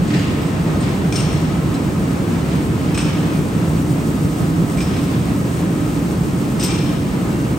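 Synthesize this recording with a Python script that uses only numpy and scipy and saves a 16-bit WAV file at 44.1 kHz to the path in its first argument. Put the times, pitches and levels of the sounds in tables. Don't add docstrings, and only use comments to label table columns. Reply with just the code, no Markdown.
import sys
import numpy as np
from scipy import signal
from scipy.fft import rfft, irfft, next_fast_len
from scipy.io import wavfile
from scipy.ndimage import map_coordinates

SR = 44100
rng = np.random.default_rng(int(sys.argv[2]) if len(sys.argv) > 2 else 0)


def pcm_store(signal):
    levels = np.round(np.clip(np.atleast_2d(signal), -1, 1) * 32767)
    wavfile.write(sys.argv[1], SR, levels.astype(np.int16).T)


N = 334278

STROKE_HZ, FIRST_STROKE_S = 5.84, .135
# (frequency [Hz], relative level [dB])
ROAR_SPECTRUM = [(20, -40), (38, -26), (52, -11.5), (68, -6), (82, -9.5), (115, -4.5), (165, -0.5),
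                 (200, -3.5), (240, -7), (290, -4), (350, -10.5), (500, -19.5), (800, -30.5), (2000, -86)]
# (frequency [Hz], relative level [dB])
RATTLE_SPECTRUM = [(150, -9.5), (450, 5), (700, 2.5), (1050, 1.5), (1450, -3), (2000, -6), (2400, -7),
                   (3000, -10.5), (3900, -14.5), (5400, -18.5), (7000, -19), (10000, -26), (16000, -51)]


def sifters(roar_db, rattle_db, throb_db, shake_db):
    t = np.arange(N) / SR
    stroke = np.cos(2 * np.pi * STROKE_HZ * (t - FIRST_STROKE_S - THUMP_FADE_S))
    boxes = hall_noise(ROAR_SPECTRUM) * amp(roar_db + throb_db * stroke)
    screens = hall_noise(RATTLE_SPECTRUM) * amp(rattle_db + shake_db * stroke + 0.92 * wobble(14))
    return boxes * pan(db=-0.85) + screens * pan(db=0.5)


THUMP_RISE_S, THUMP_FADE_S = 0.0092, .028
# (frequency [Hz], relative level [dB])
THUMP_SPECTRUM = [(50, -37), (100, -6), (155, 2.5), (185, -2), (240, -15), (330, -11.5), (600, -43),
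                  (2000, -90)]
# (pitch [Hz], relative level [dB], pitch blur [Hz])
BOOM_TONES = [(156.5, -31.5, 2), (162.6, -38, 2), (168.5, -35, 2.172)]
# (time [s], level change [dB])
BOOM_SWELL = [(0, 4.5), (.45, -11), (.7, -0.5), (1, 0.5), (2.3, 1.5), (2.8, 4), (3.9, -1), (4.3, 3.5),
              (4.7, 5.5), (5, -14), (5.35, 3), (5.85, -4), (7.2, -3.5)]


def thumps(thump_db):
    since_stroke = (np.arange(N) / SR - FIRST_STROKE_S) % (1 / STROKE_HZ)
    kick = unit((1 - np.exp(-since_stroke / THUMP_RISE_S)) * np.exp(-since_stroke / THUMP_FADE_S))
    thump = hall_noise(THUMP_SPECTRUM) * kick * pan(db=-0.5)
    return amp(over_time(BOOM_SWELL)) * (amp(thump_db) * thump + drifting_tones(BOOM_TONES))


# (pitch [Hz], level [dB], pitch blur [Hz])
HUM_TONES = [(29.3, -57, .6), (90, -35, 0.7)]
# (pitch [Hz], relative level [dB], pitch blur [Hz])
DRONE_TONES = [(290.7, -32.5, 14)]
# (time [s], level change [dB])
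DRONE_SWELL = [(0, -0.5), (.9, -7.5), (1.8, 2), (2.8, -1), (3.2, 6.5), (3.55, -10), (3.95, 2), (4.3, -8),
               (4.85, 5), (5.2, -4), (6.05, 5), (6.4, 2.5), (6.75, 3), (7.58, -5)]


def frames():
    return drifting_tones(HUM_TONES) + amp(over_time(DRONE_SWELL)) * drifting_tones(DRONE_TONES)


# (pitch [Hz], relative level [dB], pitch blur [Hz])
WHINE_TONES = [(1059, -5, 6), (1260, -1, 11), (1317, -5.5, 4), (1865, -11, 4), (2752, -12, 4)]
# (loudest moment [s], pitch [Hz], level [dB])
SQUEALS = [(.70, 1258, -44.5), (1.65, 1315, -44.5), (5.89, 1258, -43.5), (6.68, 1260, -47)]


def bearings(whine_db, half_squeal_s, blur_hz):
    t = np.arange(N) / SR
    waver = phase_drift(blur_hz, N)
    squeals = np.zeros(N)
    for s, hz, db in SQUEALS:
        swell = np.exp(-np.minimum(((t - s) / half_squeal_s) ** 2, 20))
        squeals += amp(db) * swell * np.sqrt(2) * np.sin(2 * np.pi * hz * t + waver)
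    return amp(whine_db) * drifting_tones(WHINE_TONES) + squeals * pan(db=-2.0)


NEAR_SAND_DB, FAR_SAND_DB = -41.5, -41.5
# (frequency [Hz], relative level [dB])
SAND_SPECTRUM = [(800, -20), (2500, -3.5), (4500, -.5), (7000, 0), (8000, 2.3), (9000, 3), (10300, 2),
                 (11000, -.5), (12400, -4.5), (13100, -6.5), (14000, -5), (15600, -3)]
# (frequency [Hz], likeness [1 = the same])
SAND_LIKENESS = [(3000, .4), (6500, .55), (7600, .7), (8400, .98)]


def sand(distance_m, grains_per_s, grain_db, clump_db):
    coarse = (rng.random(N) < grains_per_s / SR) * noise(N)
    stream = noise(N) + amp(grain_db) * unit(coarse)
    hiss = stereo(stream, SAND_SPECTRUM, SAND_LIKENESS)
    level = np.hypot(amp(NEAR_SAND_DB) / distance_m, amp(FAR_SAND_DB))
    return hiss * level * amp(clump_db * wobble(25)) * pan(db=2.0)


# (time [s], crash level [dB], brightness [dB per octave],
# pitch [ratio], ring length [ratio], clink pitch [Hz], clink level [dB], left over right [dB])
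CLANK_HITS = [ (1.124, -25.5, 0, 1.03, .4, 2400, -25, 4), (1.145, -33, .5, 1.03, .6, 8750, -35, 4),
              (1.156, -25, 0, 1.04, .75, 5540, -22, 5), (1.166, -32, 3, 1.04, 1.7, 2780, -29, 4),
              (1.202, -34, 1, 1.04, 1.2, 8750, -33, 4), (2.944, -29, -1, 1.0, .7, 2550, -28.5, 0),
              (2.975, -25.5, -3, 1.0, .7, 8270, -26.5, 0), (2.988, -29.5, -3, 1.02, 1, 2600, -30, 0),
              (3.008, -32.5, -1.5, 1.04, 1, 8200, -33, 0), (4.773, -36, 0, .99, .6, 8300, -36, -1),
              (4.783, -37, -1, .99, .6, 2330, -29, -1), (4.804, -29, -1.5, .98, .8, 2400, -27, -1),
              (4.819, -35, -1, .98, .8, 5280, -32, -1), (4.875, -40, -1, .98, .6, 5300, -40, -1),
              (4.965, -36.5, -3, 1.0, 1.2, 2350, -38, -1), (6.596, -29.5, 1, 1.0, .8, 5150, -34, 3),
              (6.608, -28.5, 1, 1.0, .7, 5120, -30, 3), (6.627, -24, 1, 1.0, .65, 5950, -27, 3),
              (6.635, -23.5, 2, 1.005, .8, 12100, -29, 3), (6.640, -30, 2, 1.06, 1, 5110, -28, 3),
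              (6.660, -33, 1.5, 1.0, 1, 8280, -29, 3), (6.682, -47, 1, 1.0, 8, 2380, -36, 3), ]


def clanks(echo_db, clink_send_db, chatter_db):
    crashes, clinks = np.zeros((2, 2, N))
    for s, db, tilt_db, pitch, length, clink_hz, clink_db, side_db in CLANK_HITS:
        add(crashes, s, crash(db, tilt_db, pitch, length) * pan(side_db))
        add(clinks, s, clink(clink_hz, clink_db, length) * pan(side_db))
    echo = hall(crashes + amp(clink_send_db) * clinks, build_s=0.03)
    return crashes + clinks + amp(echo_db + chatter_db * wobble(110)) * echo


# (centre [Hz], width [Hz], relative level [dB], time to fade by 60 dB [s])
STEEL_NOTES = [(1370, 1100, -3.5, 0.19), (2250, 400, -5.5, 0.11), (2700, 780, -6, 0.16),
               (3280, 2000, -0.5, 0.19), (4070, 300, -16, 0.33), (4600, 880, -12.5, 0.29),
               (5250, 410, -3, 0.27), (5910, 590, -6.5, 0.26), (6960, 1600, -6, 0.23),
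               (8200, 380, -1.5, 0.22), (8660, 800, -4.5, 0.18), (9300, 1400, -10, .15),
               (12100, 520, -19, 0.22)]


def crash(db, tilt_db, pitch, length=1, crack_db=-23, crack_fade_s=.04, rise_s=0.00022):
    t = np.arange(SR // 3) / SR
    ring = amp(crack_db - 60 * t / crack_fade_s) * noise(len(t))
    freqs = np.fft.rfftfreq(next_fast_len(len(t), True), 1 / SR)
    for hz, width, cluster_db, fade_s in STEEL_NOTES:
        band = np.exp(-2 * ((freqs - hz * pitch) / width) ** 2)
        phases = np.exp(2j * np.pi * rng.random((2, len(freqs))))
        cluster = unit(irfft(band * phases)[:, :len(t)])
        ring += cluster * amp(cluster_db - 60 * t / (fade_s * length))
    ring *= 1 - np.exp(-t / rise_s)
    middle, side = filtered(ring, lambda hz: amp(tilt_db * np.log2(np.clip(hz, 1800, 12000) / 5000)))
    return amp(db - 5) * left_right(middle, amp(-7) * side)


def clink(hz, db, length=1, fade_s=.14, rise_s=0.0011, twin_db=-5, split=.022, blur=.014):
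    t = np.arange(2 * SR // 3) / SR
    waver = phase_drift(blur * hz, (2, len(t)))
    pair_hz = hz * (1 + np.array([[-1], [1]]) * split / 2)
    first, twin = np.sin(2 * np.pi * (pair_hz * t + rng.random((2, 1))) + waver)
    loudness = amp(db + 1.0 - 60 * t / (fade_s * length)) * (1 - np.exp(-t / rise_s))
    return (first + amp(twin_db) * twin)[None] * loudness


# (time [s], crash level [dB], clink pitch [Hz], clink level [dB])
TICK_HITS = [(.075, -40, 6800, -44), (0.134, -45, 1830, -29), (.155, -45, 5000, -38),
             (.170, -49, 1830, -35), (.192, -47, 6800, -37), (.205, -47, 2850, -35), (.245, -48, 3400, -39),
             (.415, -40, 12600, -42), (.470, -47, 8700, -40), (.806, -41, 8700, -34.5),
             (1.325, -42, 8700, -39), (1.741, -37.5, 4030, -41)]


def ticks(pitch, tilt_db, echo_db):
    taps = np.zeros((2, N))
    for s, db, clink_hz, clink_db in TICK_HITS:
        add(taps, s, crash(db, tilt_db, pitch))
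        add(taps, s, clink(clink_hz, clink_db))
    return taps + amp(echo_db) * hall(taps, build_s=0.018)


# (loudest moment [s], level [dB], rise [s], fade [s])
SCRAPE_EVENTS = [(0.148, -31.5, .055, .09), (0.83, -36.5, .03, .06), (2.53, -39, .12, .03),
                 (2.87, -39.5, .05, .05), (5.12, -42, .08, .12)]
# (frequency [Hz], relative level [dB])
SCRAPE_SPECTRUM = [(500, -21), (1200, -11), (1850, 4), (2800, 2.5), (4000, -1.5), (5000, -2), (5900, -10),
                   (7000, -8), (9500, -18), (15000, -32)]


def scrapes(judder_db, echo_db):
    t = np.arange(N) / SR
    push = np.zeros(N)
    for s, db, rise_s, fade_s in SCRAPE_EVENTS:
        push += amp(db) * np.exp(-np.maximum((s - t) / rise_s, (t - s) / fade_s))
    rub = hall_noise(SCRAPE_SPECTRUM) * push * amp(judder_db * wobble(90))
    return rub + amp(echo_db) * hall(rub, build_s=0.0073)


# (frequency [Hz], time to fade by 60 dB [s])
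HALL_FADE = [(300, 1.5), (2400, 2.1), (5000, 1.08), (8000, 0.54), (14000, 0.19)]


def hall(sound, build_s, spread_db=-4):
    hz, t, bands = signal.stft(noise(3 * SR // 2), SR, nperseg=256)
    decay = amp(-60 * t / at_hz(HALL_FADE, hz)[:, None]) * (1 - np.exp(-t / build_s))
    middle, side = signal.istft(bands * decay, SR, nperseg=256)[1]
    tail = left_right(middle, amp(spread_db) * side)
    return signal.fftconvolve(sound, tail / np.linalg.norm(tail[0]), axes=1)[:, :N]


# (frequency [Hz], likeness [1 = the same])
HALL_LIKENESS = [(60, .992), (140, .965), (210, .9), (330, .85), (500, .62), (770, .33), (1200, .08),
                 (1800, -.02), (2800, .35), (6000, .4)]


def hall_noise(spectrum):
    return stereo(noise(N), spectrum, HALL_LIKENESS)


def drifting_tones(tones):
    t, out = np.arange(N) / SR, np.zeros((2, N))
    for hz, db, blur_hz in tones:
        phase = 2 * np.pi * hz * t
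        middle, side = [unit(wobble(2 * blur_hz) * np.sin(phase) + wobble(2 * blur_hz) * np.cos(phase))
                        for _ in range(2)]
        middle_gain, side_gain = stereo_gains(HALL_LIKENESS, hz)
        out += amp(db) * left_right(middle_gain * middle, side_gain * side)
    return out * pan(db=-2.0)


def amp(db):
    return 10 ** (np.asarray(db) / 20)


def unit(x):
    return x / np.sqrt(np.mean(x ** 2) + 1e-20)


def noise(samples):
    return rng.standard_normal((2, samples))


def wobble(rate):
    points = rng.standard_normal(int(N * rate / SR) + 4)
    coarse = np.linspace(0, N, 4096)
    return np.interp(np.arange(N), coarse, map_coordinates(points, [coarse * rate / SR]))


def phase_drift(blur_hz, shape):
    return np.cumsum(rng.standard_normal(shape), axis=-1) * np.sqrt(2 * np.pi * blur_hz / SR)


def at_hz(table, hz):
    freqs, values = np.transpose(table)
    return np.interp(np.log(hz + 1), np.log(freqs + 1), values)


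def over_time(table):
    return np.interp(np.arange(N) / SR, *np.transpose(table))


def filtered(x, response):
    n = x.shape[-1]
    padded = next_fast_len(n + 8192, True)
    return irfft(rfft(x, padded) * response(np.fft.rfftfreq(padded, 1 / SR)), padded)[..., :n]


def left_right(middle, side):
    return middle + np.array([side, -side])


def stereo_gains(likeness, hz):
    angle = np.arccos(np.clip(at_hz(likeness, hz), -1, 1)) / 2
    return np.array([np.cos(angle), np.sin(angle)])


def stereo(pair, spectrum, likeness):
    middle, side = filtered(pair, lambda hz: amp(at_hz(spectrum, hz)) * stereo_gains(likeness, hz))
    return unit(left_right(middle, side))


def pan(db):
    return amp(np.array([[db], [-db]]) / 2)


def add(track, s, sound):
    start = max(round(s * SR), 0)
    track[:, start:start + sound.shape[-1]] += sound[:, :N - start]


SHADE_DB, SHADE_M = 6, 1
# (time [s], distance from the falling sand [m])
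WALK_PATH = [(0, 4.1), (2.0, 1.56), (3.1, 1.24), (4.3, 0.79), (5.7, 1.05), (6.5, 0.95), (7.58, 1.3)]


def scene():
    distance_m = over_time(WALK_PATH)
    shade_db = SHADE_DB * np.exp(-distance_m / SHADE_M)
    machines = sifters(roar_db=-18, rattle_db=-28.5 - shade_db, throb_db=0.13, shake_db=0.28)
    machines += thumps(thump_db=-27.5)
    drives = bearings(whine_db=-44, half_squeal_s=0.11, blur_hz=22) + frames()
    pour = sand(distance_m, grains_per_s=400, grain_db=-9.5, clump_db=0.87)
    steel = clanks(echo_db=-3, clink_send_db=-15, chatter_db=1.5)
    steel += ticks(pitch=0.97, tilt_db=2.5, echo_db=-7)
    steel += scrapes(judder_db=2, echo_db=-2.5)
    return machines + drives + pour + steel


TOP_HZ = 15800
# (frequency [Hz], share [0 to 1])
MIC_WIDTH = [(7000, 1), (8500, .1), (9500, .03)]
# (frequency [Hz], phase lead [radians])
MIC_PHASE = [(1200, 0), (2800, .4), (7500, .4), (8400, 0), (8950, -.7), (9650, -2.8), (10300, -3.14),
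             (10900, -3.6), (11400, -6.1), (12500, -6.5), (13250, -9.2), (14400, -9.7), (15000, -12.4)]


def record(dry):
    left, right = dry
    side = filtered((left - right) / 2, lambda hz: at_hz(MIC_WIDTH, hz))
    narrowed = left_right((left + right) / 2, side)
    lead_share = np.array([[.5], [-.5]])
    return filtered(narrowed, lambda hz: np.exp(1j * lead_share * at_hz(MIC_PHASE, hz)) * (hz < TOP_HZ))


dry = scene()
out = record(dry)
pcm_store(out)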